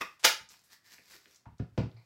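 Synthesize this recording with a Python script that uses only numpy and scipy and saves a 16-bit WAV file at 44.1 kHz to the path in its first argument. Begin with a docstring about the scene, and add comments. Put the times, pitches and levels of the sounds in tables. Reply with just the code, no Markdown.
"""A hand-held lever punch bites into card, then breaks through with a sharp metallic snap.
The card slides out of the slot with a soft rustle, a faint squeak and a few ticks. The punch is
lowered onto a paper-covered desk: two soft bumps, a dull knock that rocks, and a last nudge.
Noise bursts make the hits, fading tones make the metal and desk ring, and a small room echoes."""
import sys
import numpy as np
from scipy import signal
from scipy.fft import rfft, irfft
from scipy.io import wavfile
from scipy.ndimage import uniform_filter1d

SR = 44100
rng = np.random.default_rng(int(sys.argv[2]) if len(sys.argv) > 2 else 0)


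def master_out(mix):
    """Clip the mix to full scale and print it as 16-bit PCM to the path in sys.argv[1]."""
    frames = np.transpose(np.atleast_2d(mix))
    ceiling = np.clip(frames, -1, 1)
    pcm = np.round(ceiling * 32767).astype(np.int16)
    wavfile.write(sys.argv[1], SR, pcm)


N = 90404
T = np.arange(N) / SR
TOP_HZ = 15800


def amp(db):
    """Turn decibels into a volume multiplier."""
    return 10 ** (np.asarray(db) / 20)


def curve(points):
    """Draw volume over time through (time_s, level_db) points."""
    return amp(np.interp(T, *np.array(points).T, left=-120))


def fade(ring_s):
    """Die away by 60 dB in ring_s seconds."""
    return np.exp(-np.log(1000) * T / ring_s)


def delay(x, seconds):
    """Start a sound later."""
    return np.interp(T - seconds, T, x, left=0)


def convolve(x, response):
    """Pass a sound through something, given how that thing answers a single click."""
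    return signal.fftconvolve(x, response)[:N]


def colour(x, points):
    """Make some pitches louder and others softer, following (pitch_hz, level_db) points."""
    size = 8192
    hz, db = np.array(points).T
    freqs = np.fft.rfftfreq(size, 1 / SR) + 1
    gains = amp(np.interp(np.log(freqs), np.log(hz), db))
    # fold the filter in time so that nothing sounds before the hit
    cepstrum = irfft(np.log(gains))
    cepstrum[1:size // 2] *= 2
    cepstrum[size // 2 + 1:] = 0
    return convolve(x, irfft(np.exp(rfft(cepstrum))))


def band(x, low_hz, high_hz, order=2):
    """Keep the pitches between two limits."""
    sos = signal.butter(order, [low_hz, min(high_hz, SR / 2 - 1)], "band", fs=SR, output="sos")
    return signal.sosfilt(sos, x + 1e-18)


def flatten(x):
    """Make all pitches in a noise equally strong, keeping its energy."""
    spectrum = rfft(x)
    return irfft(spectrum / (abs(spectrum) + 1e-18), len(x)) * np.sqrt(np.sum(x ** 2))


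def burst(start_s, level_db, decay_s):
    """A rough contact: sudden noise that dies away."""
    size = 8192
    envelope = np.exp(-np.minimum(T[:size] / decay_s, 20))
    noise = flatten(envelope * rng.standard_normal(size)) * envelope ** .25
    return amp(level_db) * np.pad(noise, (max(int(start_s * SR), 0), N))[:N]


def punch_bite():
    """The cutter presses into the card with a short crunch."""
    # presses into the card: start_s, level_db, decay_s
    bites = [(.003, -49, 0.0099), (.0075, -30, 0.009), (0.0113, -19, 0.0097), (0.017, -18.5, 0.0059)]
    # tone of the crunch: pitch_hz, level_db
    bite_colour = [(40, -17.5), (130, -18.5), (290, -3), (700, -7), (950, -5.5), (1180, 6.5), (1600, -7.5),
                   (1980, 4.5), (2250, -7), (2550, 3), (2950, -14), (3550, -5.5), (4000, -16.5),
                   (5600, -12.5), (7500, -23), (9500, -26.5), (12500, -23.5), (16000, -31.5)]
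    return colour(sum(burst(*row) for row in bites), bite_colour)


def card_rustle():
    """Paper fibres catch and slip on the slot, making thousands of tiny clicks."""
    # loudness of the rubbing: time_s, level_db
    slide = [(0, -51.5), (.48, -113), (.505, -49.5), (.55, -60), (.62, -69.5), (.69, -64), (.732, -49),
             (.77, -68.5), (.82, -80), (.85, -59.5), (.89, -55.5), (.935, -47), (.955, -58.5),
             (1.02, -64.5), (1.08, -52.5), (1.14, -48), (1.2, -63.5), (1.245, -63), (1.29, -59),
             (1.36, -60.5), (1.42, -85), (2.05, -76)]
    # tone of rubbed card: pitch_hz, level_db
    card_colour = [(50, -14.5), (130, -5), (360, -10), (750, -9), (1300, -4), (1700, -3.5), (2300, -3),
                   (3000, -6), (4700, 0), (6500, -5), (7800, -7), (9300, -14), (12500, -9.5),
                   (16000, -13.5)]
    clicks_per_s, spread_db, flutter_db = 6000, 2.5, 1.6
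    clicks = (rng.random(N) < clicks_per_s / SR) * rng.standard_normal(N)
    clicks *= amp(spread_db * np.minimum(rng.exponential(size=N), 5))  # a few stand out
    drift = uniform_filter1d(rng.standard_normal(N), size=600)
    flutter = amp(flutter_db * drift / drift.std())
    return colour(clicks / clicks.std() * flutter * curve(slide), card_colour)


def light_ticks():
    """Card edges, fingers and the punch touch lightly, each around its own pitch."""
    # light touches: start_s, level_db, decay_s, pitch_hz, width_octaves
    touches = [(.195, -53.5, 0.033, 2482, 3.4), (0.401, -40, .025, 104, 1.8),
               (0.489, -39.5, 0.0049, 6000, 0.62), (.496, -44.5, 0.0017, 5900, 1.22),
               (.533, -51.5, 0.0039, 4500, 2.1), (.539, -47.5, 0.0077, 1500, 2.2),
               (.593, -52, .002, 5830, 1), (0.638, -61, 0.031, 7450, 1.66), (0.931, -70, 0.0015, 9000, 1.5),
               (0.981, -39, 0.008, 2020, 0.64), (0.986, -41.5, 0.0091, 248, 2.3),
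               (1.13, -39, 0.04, 360, 0.31), (1.135, -37.5, .008, 1770, 0.56),
               (1.2576, -39.5, 0.0016, 2070, 1.4), (1.259, -45.5, 0.021, 352, 1.04),
               (1.346, -46.5, 0.0027, 5990, 0.52), (1.359, -47, 0.0071, 6000, 0.65),
               (1.4559, -40, 0.015, 841, 1.38), (1.459, -32.5, 0.017, 930, 0.16),
               (1.582, -58.5, .012, 4940, 0.94), (1.594, -39.5, 0.013, 1400, 0.53),
               (1.914, -50, .004, 3720, 0.6), (1.964, -51, 0.044, 2198, 0.28),
               (1.966, -55, 0.036, 4400, 0.3), (1.967, -51, 0.036, 530, 1.86)]
    return sum(band(burst(start, db, decay), hz / 2 ** (width / 2), hz * 2 ** (width / 2))
               for start, db, decay, hz, width in touches)


def punch_snap():
    """Quick tears build up to the slam of the cutter, which rings the metal body."""
    # the card tears and the cutter slams home: start_s, level_db, decay_s, crack_db
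    snaps = [(0.23, -43, 0.014, -60.5), (0.2374, -30, 0.02, -63.5), (.242, -21, 0.007, -55),
             (0.2449, -11.5, 0.0084, -44), (0.249, -6, 0.0035, -26), (.251, -5.5, 0.0023, -16),
             (0.2544, -12.5, 0.0014, -20.5), (0.2562, -17.5, 0.0022, -37.5), (0.2635, -18, 0.0005, -42),
             (0.266, -16, 0.00083, -40)]
    # tone of the snap: pitch_hz, level_db
    snap_colour = [(30, -27), (110, -25.5), (190, -20.5), (260, -9.5), (370, -7.5), (520, 2), (900, 2.5),
                   (1050, -3.5), (1300, 2), (2500, 3), (4000, 2.5), (7000, -2), (8200, -8), (12000, -16),
                   (16000, -22)]
    # ringing notes of the metal body: pitch_hz, level_db, ring_s
    metal_notes = [(890, -5, .36), (1230, -7, .3), (1365, -10, .33), (1712, -1, .28), (2080, -6, .25),
                   (2347, -6, .25), (2460, 3, .25), (2568, -1, .25), (3365, -4, .2), (3512, -3, .22),
                   (3898, -3, .2), (4355, -5, .26), (5126, 0, .24), (5495, -6, .26)]
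    blows = colour(sum(burst(start, db, decay) for start, db, decay, _ in snaps), snap_colour)
    cracks = sum(burst(start, db, decay_s=.004) for start, _, _, db in snaps)
    slam = blows + band(cracks, low_hz=10500, high_hz=TOP_HZ)
    loudest_s = max(snaps, key=lambda row: row[1])[0]
    ring = sum(amp(db) * fade(ring_s) * np.sin(2 * np.pi * hz * T) for hz, db, ring_s in metal_notes)
    return slam, amp(-33) * delay(ring, loudest_s)


def card_squeak():
    """Rubbing in the slot keeps the card's edge singing faintly around one pitch."""
    # loudness of the squeak: time_s, level_db
    levels = [(.63, -91), (.68, -83), (.74, -65), (.81, -88), (.87, -66.5), (.95, -67.5), (1.02, -100),
              (1.15, -72), (1.22, -104)]
    pitch_hz, width_hz = 1820, 300
    tone = band(rng.standard_normal(N), pitch_hz - width_hz / 2, pitch_hz + width_hz / 2)
    return curve(levels) * tone / tone.std()


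def desk_knocks():
    """Cushioned bumps make the desk ring while the punch's casing clacks."""
    # the punch meets the desk: start_s, thump_db, contact_s, clack_db
    knocks = [(1.464, -22, 0.0023, -43), (1.519, -27.5, 0.0026, -79), (1.598, -13, 0.00094, -28.5),
              (1.722, -33, 0.0023, -77), (1.7768, -25.5, .0003, -12), (1.7815, -8, 0.00076, -21.5),
              (1.812, -37, 0.0018, -32), (1.833, -16.5, 0.00089, -33), (1.86, -31, .0007, -43)]
    # ringing notes of the desk: pitch_hz, level_db, ring_s
    desk_notes = [(79.3, -11.5, 0.11), (120.2, -8, .11), (141.7, -6, 0.12), (173, -8, 0.12),
                  (214.6, -0.5, 0.054), (259, -6, 0.092), (327, -6.5, 0.041), (427.7, -16.5, 0.071),
                  (506, -19.5, 0.073), (723, -21.5, 0.3)]
    # tone of the clack: pitch_hz, level_db
    clack_colour = [(30, -14), (120, -22), (300, 8.5), (550, 2), (800, -7.5), (1200, -14.5), (1500, -14.5),
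                    (2200, -17), (3200, -20.5), (5000, -25), (7500, -37), (10000, -53), (16000, -46)]
    swell_cycles, lag_at_100_hz_s = 0.37, 0.0026
    push, desk = 0, 0
    for start, db, contact_s, _ in knocks:
        age = np.clip((T - start) / contact_s, 0, 20)
        push += amp(db) * age * np.exp(-age) / (contact_s * SR)
    for hz, db, ring_s in desk_notes:
        swell = 1 - np.exp(-T * hz / swell_cycles)
        note = fade(ring_s) * swell * np.sin(2 * np.pi * hz * T)
        lag_s = lag_at_100_hz_s * np.sqrt(100 / hz)  # low notes travel slower as the desk bends
        desk += amp(db) * delay(note, lag_s)
    clacks = sum(burst(start, db, decay_s=0.0065) for start, _, _, db in knocks)
    thump = band(convolve(push, desk), low_hz=79.4, high_hz=3080, order=3)
    return colour(clacks, clack_colour), thump


def desk_nudge():
    """The punch judders a little way over the desk, which hums."""
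    # loudness of the hum: time_s, level_db
    levels = [(1.92, -78), (1.95, -50.5), (2.0, -54.5), (2.05, -74)]
    pitch_hz = 115
    return curve(levels) * np.sqrt(2) * np.sin(2 * np.pi * pitch_hz * T)


def room_echo():
    """Reflections blur into a short tail, each octave fading at its own speed."""
    # how long the room rings: pitch_hz, ring_s
    ring_times = [(100, 0.35), (300, 0.2), (900, .29), (3000, 0.29), (6500, 0.26), (14000, .22)]
    first_echo_s = 0.0049
    hz, seconds = np.array(ring_times).T
    spectrum, freqs = rfft(rng.standard_normal(N)), np.fft.rfftfreq(N, 1 / SR)
    tail = 0
    for low_hz in 22.5 * 2 ** np.arange(10):
        octave = irfft(spectrum * (freqs >= low_hz) * (freqs < 2 * low_hz), N)
        ring_s = np.interp(np.log(low_hz * np.sqrt(2)), np.log(hz), seconds)
        tail += octave * fade(ring_s)
    tail *= T > first_echo_s
    return tail / np.sqrt(np.sum(tail ** 2))


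def scene():
    """Punch, card and desk share one small room with a quiet background rumble."""
    # tone of the room's background noise: pitch_hz, level_db
    air_colour = [(20, -37.5), (60, -14.5), (110, -5), (200, -11.5), (500, -17.5), (1500, -18), (5000, -30),
                  (16000, -35.5)]
    room = room_echo()

    def in_room(x, echo_db):
        """Add the room's echo to a sound."""
        return x + amp(echo_db) * convolve(x, room)

    slam, ring = punch_snap()
    clack, thump = desk_knocks()
    mix = in_room(punch_bite(), echo_db=-5) + in_room(slam, echo_db=-1.5) + ring
    mix += in_room(card_rustle() + card_squeak(), echo_db=-4)
    mix += in_room(light_ticks(), echo_db=-3.5)
    mix += in_room(thump, echo_db=-17) + in_room(clack, echo_db=0.5) + desk_nudge()
    mix += amp(-52) * colour(rng.standard_normal(N), air_colour)
    return mix[None]


def record(dry):
    """Round off the loudest peaks and cut the highest treble."""
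    ceiling = 1.1
    rounded = ceiling * np.tanh(dry / ceiling)
    return signal.sosfilt(signal.ellip(10, .2, 80, TOP_HZ, fs=SR, output="sos"), rounded)


dry = scene()
out = record(dry)
master_out(out)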